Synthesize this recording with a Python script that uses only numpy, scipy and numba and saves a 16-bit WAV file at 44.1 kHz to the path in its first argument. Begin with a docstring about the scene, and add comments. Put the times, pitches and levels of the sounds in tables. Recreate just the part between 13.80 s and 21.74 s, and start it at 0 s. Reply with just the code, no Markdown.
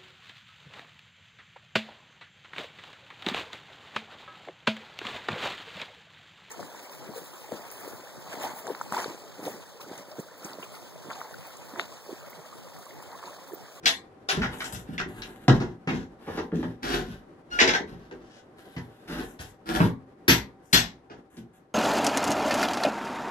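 """A hammer knocks a steel pry bar on a half-stripped wooden floor, while the crouching worker drags tools
and boards about and shifts their weight. Hard contacts clack, a few blows ring the bar, soft ones thud
through the boards; grit scrapes under whatever slides, and one rub squeaks. A small bare room answers
over a faint house hush, heard by a phone whose right port is muffled in the treble."""
import sys
import numpy as np
from scipy import signal
from scipy.fft import rfft, irfft
from scipy.io import wavfile
from scipy.ndimage import uniform_filter1d
from numba import njit

SR = 44100
rng = np.random.default_rng(int(sys.argv[2]) if len(sys.argv) > 2 else 0)


def dump_mix(stems):
    """Bounce the given channels to the path in sys.argv[1] as a 16-bit WAV at rate SR."""
    frames = np.atleast_2d(stems).T  # one column per channel
    limited = np.clip(frames, -1, 1)  # hard clip at full scale
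    pcm = np.round(limited * 32767).astype(np.int16)
    wavfile.write(sys.argv[1], SR, pcm)


N = 350154

# floorboard modes: (frequency [Hz], level [dB], t60 [s])
BOARD_MODES = [(172.3, -2.5, 0.13), (236, -11.5, 0.083), (272.5, -6.5, 0.1), (346.6, 11, 0.026),
               (407, 2, 0.021), (469.2, -0.5, 0.037), (605, -6.5, 0.21)]


def undb(db):
    return 10 ** (np.asarray(db) / 20)


def unit(x):
    return x / np.sqrt(np.mean(x ** 2))


def peak(x):
    return x / np.max(np.abs(x))


def band(x, lo_hz, hi_hz):
    """Band-pass between two edges."""
    sos = signal.butter(2, [lo_hz, min(hi_hz, .45 * SR)], "bandpass", fs=SR, output="sos")
    return signal.sosfilt(sos, x)


def colour(x, curve):
    """EQ through (frequency [Hz], gain [dB]) points."""
    hz, db = np.transpose(curve)
    f = np.maximum(np.fft.rfftfreq(N, 1 / SR), 1)
    return irfft(rfft(x) * undb(np.interp(np.log(f), np.log(hz), db)), N)


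def stereo_noise(size, crossover_hz=520, bass_width=.16):
    """Two noises, nearly mono in the bass and wide in the treble."""
    mid, side, deep = rng.standard_normal((3, size))
    low = signal.butter(2, crossover_hz, fs=SR, output="sos")
    high = signal.butter(2, crossover_hz, "highpass", fs=SR, output="sos")
    return np.array([signal.sosfilt(low, mid + bass_width * deep) - signal.sosfilt(high, mid),
                     signal.sosfilt(low, mid - bass_width * deep) + signal.sosfilt(high, side)])


def wander(rate_hz):
    """Glides between random values; spread near 1."""
    hold = int(SR / rate_hz)
    return uniform_filter1d(np.repeat(rng.standard_normal(N // hold + 1), hold), hold)[:N]


def add(out, x, start_s):
    """Mixes x in from start_s."""
    i = round(start_s * SR)
    out[i:i + len(x)] += x[:N - i]


def ring(modes, t, scatter_db, detune):
    """Response of a struck body; every blow lands elsewhere, so mode strengths scatter."""
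    hz, db, t60 = np.transpose(modes)[:, :, None]
    level_draw, pitch_draw = rng.standard_normal((2, len(modes), 1))
    decay = np.exp(-np.log(1000) * t / np.maximum(t60, .01))
    partials = np.sin(2 * np.pi * hz * (1 + detune * pitch_draw) * t)
    return np.sum(undb(db + scatter_db * level_draw) * decay * partials, axis=0)


def house_hush():
    """Room tone: low, wavering noise and a faint hum, growing quieter toward the end."""
    # hush spectrum: (frequency [Hz], relative level [dB])
    spectrum = [(18, -21), (30, -21.5), (141, -8), (165, -8), (362, -6.5), (455, -11), (795, -17),
                (974, -17.5), (1930, -25), (2250, -30.5), (13000, -47.5)]
    # narrow hum in the house: (centre [Hz], width [Hz], level [dB])
    hum_bands = [(773, 52, -65)]
    # fade of hush and hum: (time [s], gain [dB])
    fade = [(0, 0), (6.2, -1.5), (7.94, -6.5)]
    noise = stereo_noise(N)
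    hum = sum(undb(db) * unit(band(noise, hz - w / 2, hz + w / 2)) for hz, w, db in hum_bands)
    hush = undb(-52.5 + 2 * wander(29)) * unit(colour(noise, spectrum))
    fade_db = np.interp(np.arange(N) / SR, *np.transpose(fade))
    return undb(fade_db) * (hush + hum)


def room_tail(build_s=.002):
    """Diffuse answer of the bare room to one spot: builds quickly, loses treble first."""
    # reverb decay: (frequency [Hz], t60 [s])
    decay_times = [(60, 0.38), (500, 0.31), (2000, 0.2), (4000, 0.19), (12000, 0.17)]
    t = np.arange(int(.45 * SR)) / SR
    noise = stereo_noise(len(t))
    hz, t60 = np.transpose(decay_times)
    octaves = 50 * 2. ** np.arange(9)
    octave_t60 = np.interp(np.log(octaves), np.log(hz), t60)
    tail = np.zeros_like(noise)
    for f, decay_s in zip(octaves, octave_t60):
        octave = np.sqrt(f) * unit(band(noise, f / np.sqrt(2), f * np.sqrt(2)))
        tail += octave * np.exp(-np.log(1000) * t / decay_s)
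    tail *= 1 - np.exp(-t / build_s)
    return tail / np.sqrt(np.sum(tail ** 2) / 2)


def room(x, tail_over_direct_db=3.2, spot_s=.3):
    """Direct sound plus a fresh tail each time the work moves to a new spot."""
    out, step = np.zeros((2, N)), int(spot_s * SR)
    for i in range(0, N, step):
        response = undb(tail_over_direct_db) * room_tail()
        right_lag = rng.integers(4, 20)  # samples
        response[[0, 1], [0, right_lag]] += 1  # direct sound at each port
        heard = signal.fftconvolve(x[None, i:i + step], response, axes=1)
        for channel in range(2):
            add(out[channel], heard[channel], i / SR)
    return out / np.sqrt(1 + undb(2 * tail_over_direct_db))


def squeak(start_s=3.71, length_s=.065, swell_s=.018, pitch_hz=1422):
    """Nearly regular stick-slip: a short stack of partials that grows purer as it goes."""
    # partials 1-4 at the onset: (relative level [dB])
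    partials = [0, -2, -3, -5]
    t = np.arange(N) / SR - start_s
    phase = 2 * np.pi * np.cumsum(pitch_hz * (1 + .006 * wander(200))) / SR
    tilt_db = -270 * np.clip(t, 0, 1)  # per partial, steepening with time
    envelope = uniform_filter1d(np.clip(t / swell_s, 0, 1) * (t < length_s), size=400)
    tone = sum(undb(db + k * tilt_db) * np.sin((k + 1) * phase) for k, db in enumerate(partials))
    return undb(-29) * envelope * tone


def slide_envelope(swell_s, fade_s, start_db=-13, end_db=-17.5):
    """One slide swells, rounds over its crest, fades and stops."""
    t = np.arange(int((swell_s + fade_s) * SR)) / SR
    from_crest = np.interp(t, [0, swell_s, swell_s + fade_s], [-1, 0, 1])
    db = np.where(from_crest < 0, start_db, end_db) * np.abs(from_crest) ** 1.55
    return undb(db) * signal.windows.tukey(len(db), .1)


def grit_scrapes(clicks_per_s=2500):
    """Tools, shoes and boards slide over grit: uneven clicks become rasp, dust hiss and floor rumble."""
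    # slides: (start [s], swell [s], fade [s], rasp level [dB], dust re rasp [dB], rumble re rasp [dB])
    slides = [(0.025, 0.018, 0.03, -46.5, -18, 9), (0.519, 0.0033, 0.26, -38, -12, 5.5),
              (0.703, 0.14, 0.2, -43.5, 2, 0.5), (1.03, .1, 0.08, -51, -5, 3.5),
              (1.268, 0.025, 0.39, -47.5, -1, 5), (1.698, .02, 0.22, -44, -13, 10),
              (2.091, 0.067, 0.12, -45.5, -15, 6), (2.382, 0.15, 0.17, -50, -6, 2),
              (2.729, 0.019, 0.22, -49, -7, 2.5), (3.02, 0.11, 0.13, -30, -11, 0.5),
              (3.24, 0.046, 0.12, -46, -8, -5.5), (3.7, .09, 0.0084, -38, -12, 0.5),
              (4.049, 0.014, 0.43, -57.5, -8.5, 7.5), (4.4, 0.18, 0.051, -54.5, -48, -33),
              (4.747, 0.025, 1, -56.5, -4.5, -34), (5.27, 0.1, 0.09, -36.5, -7, 4.5),
              (5.429, 0.0089, 0.12, -52.5, 4, -23), (5.588, 0.016, 0.11, -50, 8, 2),
              (5.852, .15, 0.11, -30, -6.5, 2.5), (6.82, 0.16, 0.026, -59, 6, -14),
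              (7.498, 0.083, 0.026, -57, 2.5, 4), (7.73, 0.02, 0.041, -57.5, 1, -4)]
    # resonances of the dragged piece: (centre [Hz], width [Hz], gain [dB])
    resonances = [(750, 84, 4.5), (1520, 450, -1.5), (620, 100, 5)]
    clicks = (rng.random(N) < clicks_per_s / SR) * rng.standard_normal(N)
    clicks *= undb(2.5 * rng.exponential(size=N))  # a few coarse grains stand out
    grit = unit(clicks) + .4 * rng.standard_normal(N)
    grit *= undb(3.5 * wander(40))  # fits and starts
    body = sum(undb(db) * band(grit, hz - w / 2, hz + w / 2) for hz, w, db in resonances)
    rasp = unit(band(grit, 370, 5000) + body)
    dust = unit(band(grit, 4600, 14000))
    board_ring = ring(BOARD_MODES, np.arange(8000) / SR, scatter_db=0, detune=.01)
    boards = unit(band(signal.fftconvolve(grit, board_ring)[:N], 100, 1200))
    joists = undb(-10.5) * unit(band(grit, 37, 100))
    rumble = unit(boards + .55 * unit(band(grit, 180, 1500)) + joists)
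    out = np.zeros(N)
    for start_s, swell_s, fade_s, db, dust_db, rumble_db in slides:
        gain = undb(db) * slide_envelope(swell_s, fade_s)
        span = slice(int(start_s * SR), int(start_s * SR) + len(gain))
        out[span] += gain * (rasp[span] + undb(dust_db) * dust[span] + undb(rumble_db) * rumble[span])
    return out


def board_thuds(push_s=.014):
    """A soft, uneven push rings the board modes near its pitch; the joists add a deep thump."""
    # soft blows and footfalls: (time [s], level [dB], pitch [Hz])
    blows = [(0.052, -27.5, 371), (0.574, -16, 196), (0.627, -23, 164), (0.932, -27.5, 134),
             (1.089, -24.5, 182), (1.194, -28.5, 236), (1.257, -28, 196), (1.336, -35, 180),
             (1.681, -2, 264), (1.73, -18.5, 158), (1.808, -16.5, 227), (2.072, -17, 242), (2.13, -17, 232),
             (2.473, -25.5, 400), (2.577, -20, 420), (2.723, -16, 308), (2.789, -18.5, 223),
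             (2.833, -19, 350), (3.04, -28, 280), (3.19, -27.5, 285), (3.278, -29.5, 168),
             (3.811, -12.5, 450), (3.878, -16, 500), (4.002, -23, 423), (4.12, -31.5, 236),
             (4.314, -30.5, 440), (4.965, -24, 180), (5.596, -34, 146), (6.003, -6.5, 253),
             (6.05, -19, 239), (6.482, -9.5, 227), (6.932, -11.5, 216), (7.303, -33.5, 333),
             (7.571, -32, 238)]
    out, t = np.zeros(N), np.arange(int(.3 * SR)) / SR
    for start_s, db, hz in blows:
        push = rng.standard_normal(len(t)) * np.exp(-t / push_s)
        board_ring = ring(BOARD_MODES, t, scatter_db=.59, detune=.007)
        boards = signal.fftconvolve(band(push, hz / 2.16, hz * 1.224), board_ring)[:len(t)]
        joist_db = -18.5 - 3.5 * np.log2(hz / 200)  # low blows move the joists most
        joists = undb(joist_db) * peak(band(push, 64, 92))
        add(out, undb(db) * (peak(boards) + joists), start_s)
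    return out


def tool_clacks(bounce_s=.014, bounce_db=-5.5, attack_share=.096):
    """Hard contacts of tool and wood bounce once: pitched snap, broad crack, woody knock, thin top."""
    # contacts: (time [s], level [dB], pitch [Hz], knock gain [dB], crack gain [dB], decay [s])
    contacts = [(0.057, -3.5, 3330, -29, 14.5, 0.0066), (0.064, -6.5, 3100, -12, -0.5, 0.006),
                (0.4873, -11.5, 2910, -8, 4.5, 0.013), (0.6164, -17, 1690, -5, -8, 0.02),
                (0.8038, -19, 1700, -12, -3.5, 0.0056), (0.841, -23, 6530, -16, 0, 0.0076),
                (0.924, -20.5, 9800, -14, -8, 0.0079), (0.947, -28, 5360, -21, 4, 0.0068),
                (1.179, -16.5, 2230, -15, -6, 0.0067), (1.199, -15, 1640, -11, -5, 0.0025),
                (1.4193, -22, 2620, -25, 4.5, 0.0049), (1.6806, -9.5, 1480, 4, 5, 0.0042),
                (1.801, -29, 1570, 4, 3, 0.013), (2.072, -19, 2190, -4, -11.5, 0.022),
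                (2.465, -45, 1600, 15.5, 0, 0.064), (2.572, -30, 1850, 8.5, 2, 0.016),
                (2.718, -40.5, 1520, 6.5, -20, 0.0073), (2.756, -36, 6200, -12, -1, 0.0019),
                (2.828, -36.5, 1650, 13.5, -2, 0.0044), (3.787, -5.5, 2020, -11.5, -4, 0.026),
                (3.799, -7.5, 2350, -10, 5.5, 0.019), (3.875, -7.5, 1910, -9.5, 3, 0.012),
                (3.935, -10, 1830, -6.5, 0, 0.013), (4.311, -38, 1960, 4, 7, 0.0028),
                (4.9633, -32.5, 1840, -3.5, -3.5, 0.012), (5.588, -32, 1685, -8, 8, 0.036),
                (6.002, -26, 2010, 14.5, -11, 0.0074), (6.4788, -2.5, 2140, -13, 6.5, 0.026),
                (6.927, -4, 4670, -16, 11, 0.031), (7.297, -43.5, 2145, 3.5, 2, 0.026),
                (7.568, -43, 7330, -13, 8, 0.0077)]
    out, t = np.zeros(N), np.arange(int(.3 * SR)) / SR
    for start_s, db, hz, knock_db, crack_db, decay_s in contacts:
        attack = np.minimum(t / max(attack_share * decay_s, .001), 1)
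        envelope = attack * np.exp(-t / max(decay_s, .002))
        envelope += undb(bounce_db) * np.interp(t - bounce_s, t, envelope)
        contact, wood, crack = rng.standard_normal((3, len(t))) * envelope
        snap = peak(band(contact, hz / 1.25, hz * 1.25))
        for _ in range(3):  # steep band edges
            crack = band(crack, 1100, 6400)
        bite = peak(snap + undb(crack_db) * peak(crack))
        knock = undb(knock_db) * peak(band(wood, 500, 1500))
        top = undb(-23.5) * peak(band(contact, 6500, 19000))
        add(out, undb(db) * (bite + knock + top), start_s)
    return out


def pry_bar(rattle_s=.023, tick_db=14):
    """The hammered steel bar, damped by hand and wood, rattles on the board and rings briefly."""
    # modes of the bar: (frequency [Hz], level [dB], t60 [s])
    steel_modes = [(3460, -2, .11), (4200, -2, .1), (4545, 0, .13), (4875, -3, .1), (5575, -2, .11),
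                   (6455, -7, .11), (7130, -6, .12), (7915, -5, .09), (9140, -7, .08), (9520, -7, .08),
                   (10480, -5, .08), (11300, -6, .07), (12100, -9, .08)]
    # hammer blows: (time [s], ring level [dB], bright spit re ring [dB])
    blows = [(0.056, -15.5, -23), (0.486, -22.5, -19.5), (6.481, -11.5, 1), (6.929, -6, -6)]
    out, t = np.zeros(N), np.arange(int(.3 * SR)) / SR
    for start_s, db, spit_db in blows:
        rattle = rng.standard_normal(len(t)) * np.exp(-t / rattle_s)
        rattle[0] += undb(tick_db)  # first contact of steel on steel
        spit = undb(spit_db) * peak(band(rattle, 11500, 12000))
        steel_ring = ring(steel_modes, t, scatter_db=2, detune=.003)
        steel = peak(signal.fftconvolve(rattle, steel_ring)[:len(t)])
        add(out, undb(db) * (steel + spit), start_s)
    return out


def scene():
    """All the floor work in the room, over the hush, at the phone's two ports."""
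    # microphone presence lift on the work: (frequency [Hz], gain [dB])
    presence = [(3000, 1.5), (4800, 4), (8500, 2.5), (10000, 2), (12500, -3)]
    # muffled right port: (frequency [Hz], gain [dB])
    muffle = [(200, 0), (360, 2), (700, .5), (2200, 0), (4000, -4.5), (6000, -9), (8500, -21), (10500, -20),
              (13000, -11)]
    work = tool_clacks() + pry_bar() + board_thuds() + grit_scrapes() + squeak()
    left, right = colour(room(work), presence) + house_hush()
    return np.array([left, colour(right, muffle)])


@njit
def follow(x, release):
    """Envelope that jumps up and slides down."""
    level, out = 0., np.empty(len(x))
    for i in range(len(x)):
        level = max(x[i], level * release)
        out[i] = level
    return out


def record(dry):
    """The phone's limiter holds loud blows down, then a steep low-pass cuts the top."""
    threshold_db, ratio, release_s, top_hz = -9, 1.7, .015, 12950
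    level = uniform_filter1d(np.max(np.abs(dry), axis=0), 64)
    envelope = follow(level, np.exp(-1 / (release_s * SR)))
    gain = np.minimum(1, undb(threshold_db) / (envelope + 1e-9)) ** (1 - 1 / ratio)
    return signal.sosfilt(signal.ellip(10, .2, 70, top_hz, fs=SR, output="sos"), dry * gain)


dry = scene()
out = record(dry)
dump_mix(out)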